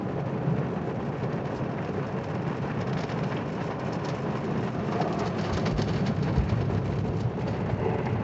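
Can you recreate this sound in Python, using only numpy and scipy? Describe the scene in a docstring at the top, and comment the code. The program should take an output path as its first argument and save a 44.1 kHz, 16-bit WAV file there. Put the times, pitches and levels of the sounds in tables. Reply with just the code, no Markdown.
"""Inside a car in a car wash. Soapy spray drums on the roof and washes over the body; jets overhead
make the cabin boom. Passing jets ring the windshield, the bodywork and last the side window.
One pump feeds the spray, so wash, jets and patter flutter together. Gobs of foam splat on the
windshield, thickest as the jet sweeps it; slugs of water knock on the hood and thump the panels."""
import sys
import numpy as np
from scipy import signal
from scipy.fft import rfft, irfft, next_fast_len
from scipy.io import wavfile
from scipy.ndimage import map_coordinates

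SR = 44100
rng = np.random.default_rng(int(sys.argv[2]) if len(sys.argv) > 2 else 0)


def transcribe(u):
    """Save the signal u as a 16-bit wav file named by the first command-line argument.

    u: samples, shape (n,) or (channels, n), limited to [-1, 1]; the rate is SR.
    q: integer samples, one column per channel.
    """
    v = np.clip(np.atleast_2d(u).T, -1, 1)
    q = np.round(v * 32767).astype(np.int16)
    wavfile.write(sys.argv[1], SR, q)


N = 362943

# spectra of water on metal and glass: (frequency [Hz], relative density [dB])
ROOF_SPECTRUM = [(25, -42), (40, -21), (60, -22.5), (76, -11), (92, -14), (106, -7), (130, -0.5), (170, -1),
                 (200, -4.5), (225, -7.5), (265, -15), (400, -31.5), (900, -73.5)]
WASH_SPECTRUM = [(120, -25.5), (230, -4), (290, 0.5), (360, 0), (435, 1), (485, -1.5), (540, -1),
                 (670, -6.5), (830, -8), (970, -10), (1150, -17), (1400, -17), (2200, -36), (4000, -61.5)]
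PATTER_SPECTRUM = [(350, -22), (700, 4), (1050, 6.5), (1300, 0), (1650, 1.5), (2000, -3), (2350, -4.5),
                   (2750, -8), (3400, -20.5), (4500, -23), (8000, -48.5)]
MIST_SPECTRUM = [(1500, -24.5), (3000, 4.5), (3900, 1.5), (5000, -4.5), (6000, -3.5), (7200, -12),
                 (8000, -28)]
SPIT_SPECTRUM = [(1000, -7), (2500, 8.5), (3500, -4.5), (5200, -4.5), (6500, -8), (7400, -10.5),
                 (8000, -23.5)]
SPLASH_SPECTRUM = [(200, -15.5), (600, 10), (1200, 4.5), (2000, 2.5), (2900, 0.5), (3400, -2), (4400, -1.5),
                   (5500, -6.5), (6500, -11), (7300, -17), (8000, -32.5)]
# cabin and panel resonances: (frequency [Hz], width [Hz], relative level [dB])
CABIN_MODES = [(41.8, 6.1, -14), (64.5, 5.9, -3), (102.2, 12, 3), (130, 36, -6.5)]
FRONT_MODES = [(840, 58, 4), (1010, 180, 3.5), (1440, 110, -11.5), (1790, 130, -6), (2373, 140, -13.5),
               (2790, 220, -11)]
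SWEEP_MODES = [(690, 60, 3.5), (860, 58, -7), (1180, 170, -6.5)]
BODY_MODES = [(205, 35, 7), (368, 89, 2), (483, 60, -7.5)]
SIDE_MODES = [(240, 53, 4), (372, 23, 8), (438, 35, 4.5), (602, 35, 0.5), (740, 25, -3), (860, 45, 0),
              (980, 70, -8), (1550, 160, -18), (2060, 170, -13), (2640, 300, -18)]
# windshield resonances: (frequency [Hz], width [Hz], mid-pane lift [dB], edge lift [dB])
PANE_MODES = [(3430, 260, -3, -4), (3720, 90, 2, 3), (3995, 50, 0, 6), (4400, 90, -1, 2),
              (4545, 90, -1, 9.5), (4830, 200, -2, -4), (5240, 110, 9, 4), (5520, 120, 2, 1),
              (5800, 180, 1, -4), (6327, 60, 0, 5), (6200, 2500, 2, -1)]
# hood resonances: (frequency [Hz], relative level [dB], t60 [s])
HOOD_MODES = [(380, -2.5, 0.13), (409, -4, .12), (441.4, -3, .16), (540, -11.5, 0.086), (722, -11.5, 0.11),
              (843, -13, 0.082), (950, -15, .06)]
# cabin boom and spray on each surface: (time [s], relative level [dB])
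BOOM_LEVELS = [(0, -52), (2.2, -44), (3.4, -50), (5.1, -45.5), (5.55, -34.5), (6.15, -34.5), (6.55, -29.5),
               (7.22, -30), (7.33, -36.5), (8.23, -34)]
ROOF_LEVELS = [(0, -31), (1.8, -31.5), (2.2, -33.5), (2.9, -30.5), (3.9, -33), (4.6, -31.5), (5.4, -31.5),
               (6.1, -27), (6.7, -30.5), (7.26, -31.5), (7.33, -38), (7.43, -30.5), (8.23, -29.5)]
BODY_LEVELS = [(4.1, -57), (4.42, -35), (4.6, -31.5), (4.72, -39.5), (4.96, -33), (5.4, -34), (5.85, -39),
               (6.1, -40), (7.2, -39), (7.6, -55)]
SIDE_LEVELS = [(6.9, -60), (7.45, -42), (7.77, -40), (7.83, -33.5), (8.05, -34.5), (8.23, -36.5)]
PATTER_LEVELS = [(0, -49.5), (2.6, -45.5), (3.05, -46.5), (3.5, -47), (4.7, -46.5), (5.4, -45), (5.7, -51),
                 (6.5, -45.5), (7.1, -53.5), (7.6, -48), (8.23, -47.5)]
# jet passes: (closest time [s], relative level there [dB], rise [dB/s], fall [dB/s])
FRONT_JET = (4, -44.5, 5.5, 12)
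SWEEP_JET = (5.1, -35, 24, 14)
MIST_JET = (6, -53.5, 1.02, 2.5)
# jet aim on the windshield: (time [s], mid-pane share [0-1], edge share [0-1])
JET_AIM = [(0, 0, 0.15), (2.3, 0.78, 0.062), (3, 0.66, 0), (3.9, 1, 0.13), (4.6, 1, 0.072),
           (5.3, 0.11, 0.46), (6.6, 0, .8), (8.23, 0.039, 0.46)]
# lulls in the spray: (time [s], depth [flutter rms], half length [s])
LULLS = [(2.735, 2.3, 0.011), (2.858, 1.5, .014), (3.068, 2.5, .015), (4.723, 6.2, 0.022),
         (4.842, 1.7, 0.014), (5.32, 1.5, 0.015), (5.753, 3.5, .022), (5.85, 3.4, .012), (6.17, 3.5, 0.034),
         (6.45, 5.5, .024), (6.675, 1.6, 0.018), (7.02, 2.6, .023)]
# big gobs on the windshield: (time [s], relative level [dB], spread time [s], tilt [dB/octave])
BIG_GOBS = [(1.236, -48.5, 0.006, -5), (1.33, -49, .004, 1), (1.457, -49, .005, -4), (1.565, -53, .011, 4),
            (1.848, -50, .0036, 1), (2.243, -46.5, .0045, 1), (2.812, -45.5, 0.01, -1),
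            (2.873, -48.5, 0.0054, -3), (2.971, -51, .006, -9), (2.932, -46.5, .0055, -2),
            (2.987, -43.5, 0.005, -2), (3.008, -43.5, 0.0078, 1), (3.037, -41, 0.0059, -1.5),
            (3.095, -44.5, .005, -6), (3.119, -43, 0.005, -4), (3.19, -46.5, 0.0036, -8.5),
            (3.237, -44.5, 0.0082, -4), (3.323, -50.5, 0.015, -12), (3.368, -55, .008, -7),
            (3.61, -53, 0.015, -4), (3.71, -52.5, 0.015, -6), (3.931, -48, .011, 7),
            (4.052, -44.5, 0.0094, 3), (4.089, -40.5, .005, 3), (4.925, -47, .0086, -1),
            (5.014, -40, 0.0084, -3), (5.128, -45, 0.0051, 4), (5.194, -44, 0.009, 10),
            (5.262, -43.5, 0.011, 1), (5.39, -42, 0.01, -3.5), (5.413, -48, .007, 6),
            (5.447, -43.5, 0.021, -1.5), (5.535, -41.5, 0.013, 3), (5.573, -37.5, 0.006, 5),
            (5.664, -35, 0.011, -1), (5.712, -50, .008, 3), (5.776, -48, 0.0057, -6), (5.794, -45, .013, 0),
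            (5.82, -37, 0.0045, 3.5), (5.885, -43.5, .016, -2), (5.935, -45.5, 0.0068, 1),
            (5.962, -46.5, 0.012, -4), (6.005, -50, 0.0072, -1), (6.068, -38, 0.011, -0.5),
            (6.229, -43, 0.0084, 3.5), (6.285, -48, 0.01, -5), (6.362, -49.5, 0.013, -0.5),
            (6.499, -47.5, .012, -2), (6.613, -46, 0.0088, -3), (6.775, -53.5, 0.0097, -4),
            (6.926, -52.5, .011, -5), (6.988, -45.5, 0.0036, -2), (7.207, -45.5, 0.0076, 5),
            (7.482, -47, 0.015, 1), (7.54, -52.5, .02, -4), (7.697, -52, .01, -9),
            (8.058, -48.5, .0069, 1.5)]
# water slaps on the hood: (time [s], relative level [dB])
KNOCKS = [(0.178, -23.5), (0.345, -26), (0.712, -27), (0.872, -24.5), (1.236, -30), (1.458, -27),
          (1.978, -24), (4.495, -25), (4.942, -25), (5.666, -30), (5.777, -28), (5.871, -25), (6.361, -23),
          (6.612, -26.5), (7.047, -22), (7.376, -25.5), (7.857, -17), (7.954, -27)]
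# slugs of water on the panels: (time [s], peak [dB], pitch [Hz], t60 [s])
THUMPS = [(0.463, -17.5, 136.6, 0.39), (0.58, -20, 157, 0.086), (.652, -34, 720, 0.049),
          (0.76, -23.5, 162, 0.057), (1.783, -33, 1790, .033), (2.698, -28.5, 1510, .03),
          (2.953, -19, 147, 0.1), (3.365, -33, 2800, .035), (4.285, -25, 159, 0.04), (4.76, -24, 180, 0.14),
          (4.999, -19.5, 700, 0.038), (5.008, -22.5, 147, 0.063), (5.052, -26.5, 722, 0.15),
          (5.517, -21.5, 80, 0.15), (5.574, -27, 1264, 0.029), (5.663, -31.5, 1360, .04),
          (5.674, -22, 190, 0.087), (5.69, -25, 52.3, .25), (6.092, -19.5, 183, 0.068),
          (6.366, -17.5, 70.6, .16), (6.374, -17.5, 140, 0.08), (6.51, -20.5, 98, 0.19),
          (7.24, -23.5, 108, 0.12), (7.439, -22.5, 156, 0.14), (7.691, -25, 768, 0.05),
          (7.9, -21, 142, .06), (8.064, -26, 904, .07), (8.066, -31, 1950, 0.035)]

TIME_S = np.arange(N) / SR


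def amp(db):
    """Decibels to gain."""
    return 10 ** (np.asarray(db) / 20)


def unit(x):
    """Scale to rms 1."""
    return x / np.sqrt(np.mean(x ** 2) + 1e-20)


def curves(rows):
    """Each column after the time, interpolated per sample."""
    times_s, *columns = np.transpose(rows)
    return [np.interp(TIME_S, times_s, column) for column in columns]


def wobble(rate_hz):
    """Smooth random curve, knots at rate_hz."""
    knots = rng.standard_normal(int(N * rate_hz / SR) + 4)
    return map_coordinates(knots, [TIME_S * rate_hz])


def filtered(x, response):
    """Zero-phase filter with gain response(hz)."""
    size = next_fast_len(len(x) + 8192)
    return irfft(rfft(x, size) * response(np.fft.rfftfreq(size, 1 / SR)), size)[:len(x)]


def coloured(x, spectrum):
    """x shaped by a spectrum, at rms 1."""
    points_hz, db = np.transpose(spectrum)
    return unit(filtered(x, lambda hz: amp(np.interp(np.log(hz + 1), np.log(points_hz), db))))


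def resonant(x, modes):
    """x through steep-sided resonances, at rms 1."""
    def response(hz):
        return np.sqrt(sum(amp(db) ** 2 / (1 + ((hz - mode_hz) / width_hz) ** 2) ** 3
                           for mode_hz, width_hz, db in modes))
    return unit(filtered(x, response))


def through_pane(x):
    """The windshield favours narrow bands, depending on where it is struck."""
    mode_hz, width_hz, *lifts_db = np.transpose(PANE_MODES)[:, :, None]
    out = x
    for lift_db, share in zip(lifts_db, curves(JET_AIM)):
        def ringing(hz):
            peaks_db = lift_db / (1 + (2 * (hz - mode_hz) / width_hz) ** 2)
            return amp(peaks_db.sum(axis=0)) - 1
        out = out + share * filtered(x, ringing)
    return out


def drops(per_s, spread_db, t60_s, spots=10):
    """Many small drops and a few big ones land on spots, each with its own short ring; rms 1."""
    t = np.arange(SR // 12) / SR
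    out = np.zeros(N)
    for _ in range(spots):
        when, size = rng.random((8192, 2))[:int(per_s * N / SR / spots)].T
        size_db = spread_db * np.minimum(-np.log(1 - size), 3.5)
        impacts = np.bincount((when * N).astype(int), amp(size_db), N)
        ring = rng.standard_normal(len(t)) * amp(-60 * t / t60_s)
        out += signal.oaconvolve(impacts, ring)[:N]
    return unit(out)


def passing_db(jet):
    """A jet swells as it nears and fades as it moves off."""
    closest_s, db, rise_db_per_s, fall_db_per_s = jet
    t = TIME_S - closest_s
    return db + np.where(t < 0, rise_db_per_s * t, -fall_db_per_s * t)


def lulls():
    """Depth of the spray's brief slackenings."""
    return sum(depth * np.exp(-((TIME_S - at_s) / half_s) ** 2) for at_s, depth, half_s in LULLS)


def roof_rumble(sag_db=0.9):
    """Jets overhead drum on the roof and set the cabin booming; both sag in the lulls."""
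    boom_db, = curves(BOOM_LEVELS)
    roof_db, = curves(ROOF_LEVELS)
    boom = amp(boom_db) * resonant(rng.standard_normal(N), CABIN_MODES)
    drumming = amp(roof_db - 1) * coloured(rng.standard_normal(N), ROOF_SPECTRUM)
    return (boom + drumming) * amp(-sag_db * lulls())


def body_wash(surge, start_db=-34, ebb_db_per_s=0.22):
    """Big panels blur dense drops into a wash that ebbs as the car rolls on."""
    wash = coloured(drops(per_s=2400, spread_db=3, t60_s=0.041), WASH_SPECTRUM)
    return amp(start_db - ebb_db_per_s * TIME_S + 0.66 * surge) * wash


def jets(surge):
    """Each jet rings what it strikes: windshield, then bodywork, last the side window."""
    body_db, = curves(BODY_LEVELS)
    side_db, = curves(SIDE_LEVELS)
    front_hits = drops(per_s=900, spread_db=4.5, t60_s=0.024)
    front = amp(passing_db(FRONT_JET) + 1.9 * surge) * resonant(front_hits, FRONT_MODES)
    sweep = amp(passing_db(SWEEP_JET) + 1.2 * surge) * resonant(rng.standard_normal(N), SWEEP_MODES)
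    body = amp(body_db + 0.55 * surge) * resonant(rng.standard_normal(N), BODY_MODES)
    side_hits = drops(per_s=400, spread_db=1.5, t60_s=0.034)
    side = amp(side_db + 1.1 * surge) * resonant(side_hits, SIDE_MODES)
    return front + sweep + body + side


def windshield_spray(surge, crossing_s=5.6, crackle_fade_db_per_s=10):
    """Drops patter over a mist that spits foam; stray droplets crackle as the jet crosses the pane."""
    patter_db, = curves(PATTER_LEVELS)
    mist_db = passing_db(MIST_JET)
    hits = drops(per_s=1300, spread_db=4, t60_s=0.064)
    patter = amp(patter_db + 3 + 1.04 * surge) * coloured(hits, PATTER_SPECTRUM)
    hiss = coloured(hits + 1.4 * rng.standard_normal(N), MIST_SPECTRUM)
    mist = amp(mist_db - 6.5 + 0.72 * surge) * hiss
    spit_db = np.minimum(1.7 * (mist_db + 57), 2) - 58  # louder in thicker mist, capped
    spits = amp(spit_db) * coloured(drops(per_s=55, spread_db=1.5, t60_s=0.07), SPIT_SPECTRUM)
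    crackle_db = -48 - crackle_fade_db_per_s * np.abs(TIME_S - crossing_s)
    droplets = coloured(drops(per_s=700, spread_db=2.5, t60_s=0.04), SPLASH_SPECTRUM)
    crackle = amp(crackle_db + surge) * droplets
    return patter + mist / 2 + through_pane(mist / 2 + spits + crackle)


def small_gobs(per_s=8, spread_s=0.0055, scatter_db=3.5, max_tilt_db_per_oct=9):
    """Small gobs land unevenly and grow with the mist; rows as in BIG_GOBS."""
    jitter, size, colour = rng.random((256, 3))[:int(per_s * N / SR)].T
    onsets = ((np.arange(len(jitter)) + jitter) / len(jitter) * N).astype(int)
    mist_db = passing_db(MIST_JET)
    levels_db = -49.5 + 2.6 * (mist_db[onsets] - mist_db.max()) + scatter_db * (2 * size - 1)
    tilts = max_tilt_db_per_oct * (2 * colour - 1)
    return [(at_s, db, spread_s, tilt) for at_s, db, tilt in zip(onsets / SR, levels_db, tilts)]


def foam_splats(pivot_hz=3770, fizz_db=-18, fizz_fade_db_per_s=241.5):
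    """Each gob spreads on the glass and bursts into droplets: quick swell, slower fade, foam fizz."""
    def octaves(hz):
        return np.log2(hz / pivot_hz + 1e-6).clip(-1, 1)
    out = np.zeros(N)
    droplets = coloured(drops(per_s=7000, spread_db=3.2, t60_s=0.005), SPLASH_SPECTRUM)
    for at_s, db, spread_s, tilt_db_per_oct in list(BIG_GOBS) + small_gobs():
        span = slice(max(int((at_s - 0.1) * SR), 0), int((at_s + 0.2) * SR))
        t = TIME_S[span] - at_s
        swell = 1 / np.sqrt(np.cosh(t / spread_s * np.where(t < 0, 5, 1.7)))
        fizz = (t > 0) * amp(fizz_db - fizz_fade_db_per_s * np.abs(t))
        burst = droplets[span] * np.hypot(swell, fizz)
        out[span] += amp(db + 5.5) * filtered(burst, lambda hz: amp(tilt_db_per_oct * octaves(hz)))
    return through_pane(out)


def hood_knocks(rise_s=0.003):
    """Water slaps the hood: a short hollow ring that varies from spot to spot."""
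    out = np.zeros(N + SR)
    t = np.arange(SR // 4) / SR
    mode_hz, mode_db, t60_s = np.transpose(HOOD_MODES)[:, :, None]
    attack = 1 - np.exp(-t / rise_s)
    for at_s, db in KNOCKS:
        size, detune, phase = rng.standard_normal((3, len(HOOD_MODES), 1))
        decays = amp(mode_db + 2 * size - 60 * t / t60_s)
        modes = decays * np.sin(2 * np.pi * mode_hz * (1 + 0.015 * detune) * t + phase)
        out[round(at_s * SR):][:len(t)] += amp(db - 2) * modes.sum(axis=0) * attack
    return out[:N]


def panel_thumps(flatten_s=0.0017, mode_count=30):
    """A slug of water flattens on a panel, ringing a broad cluster of damped modes around one pitch."""
    out = np.zeros(N + SR)
    t = np.arange(SR // 3) / SR
    offset = np.linspace(-1, 1, mode_count)[:, None]
    weight = np.cos(np.pi / 2 * offset)  # middle modes loudest
    for at_s, peak_db, pitch_hz, t60_s in THUMPS:
        detune, phase = rng.random((2, mode_count, 1))
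        mode_hz = pitch_hz * np.exp(0.35 * offset + 0.02 * detune)
        ring = (weight * np.sin(2 * np.pi * (mode_hz * t + phase))).sum(axis=0)
        attack = (1 - np.exp(-t / max(0.6 / pitch_hz, flatten_s))) ** 2
        thump = ring * amp(-60 * t / t60_s) * attack
        out[round(at_s * SR):][:len(t)] += amp(peak_db) * thump / np.abs(thump).max()
    return out[:N]


def scene():
    """Mono mix; wash, jets and windshield spray share one pump's flutter."""
    flutter = unit(0.16 * wobble(12) + wobble(25) + 0.46 * wobble(65))
    surge = flutter - lulls()
    water = roof_rumble() + body_wash(surge) + jets(surge) + windshield_spray(surge)
    return (water + foam_splats() + hood_knocks() + panel_thumps())[None]


def record(dry, low_cut_hz=46, top_hz=7950):
    """Thin the deepest bass; cut the treble steeply."""
    b, a = signal.butter(3, low_cut_hz, "highpass", fs=SR)
    thinned = signal.lfilter(b, a, dry[0])
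    return filtered(thinned, lambda hz: 1 / np.sqrt(1 + (hz / top_hz) ** 120))[None]


dry = scene()
out = record(dry)
transcribe(out)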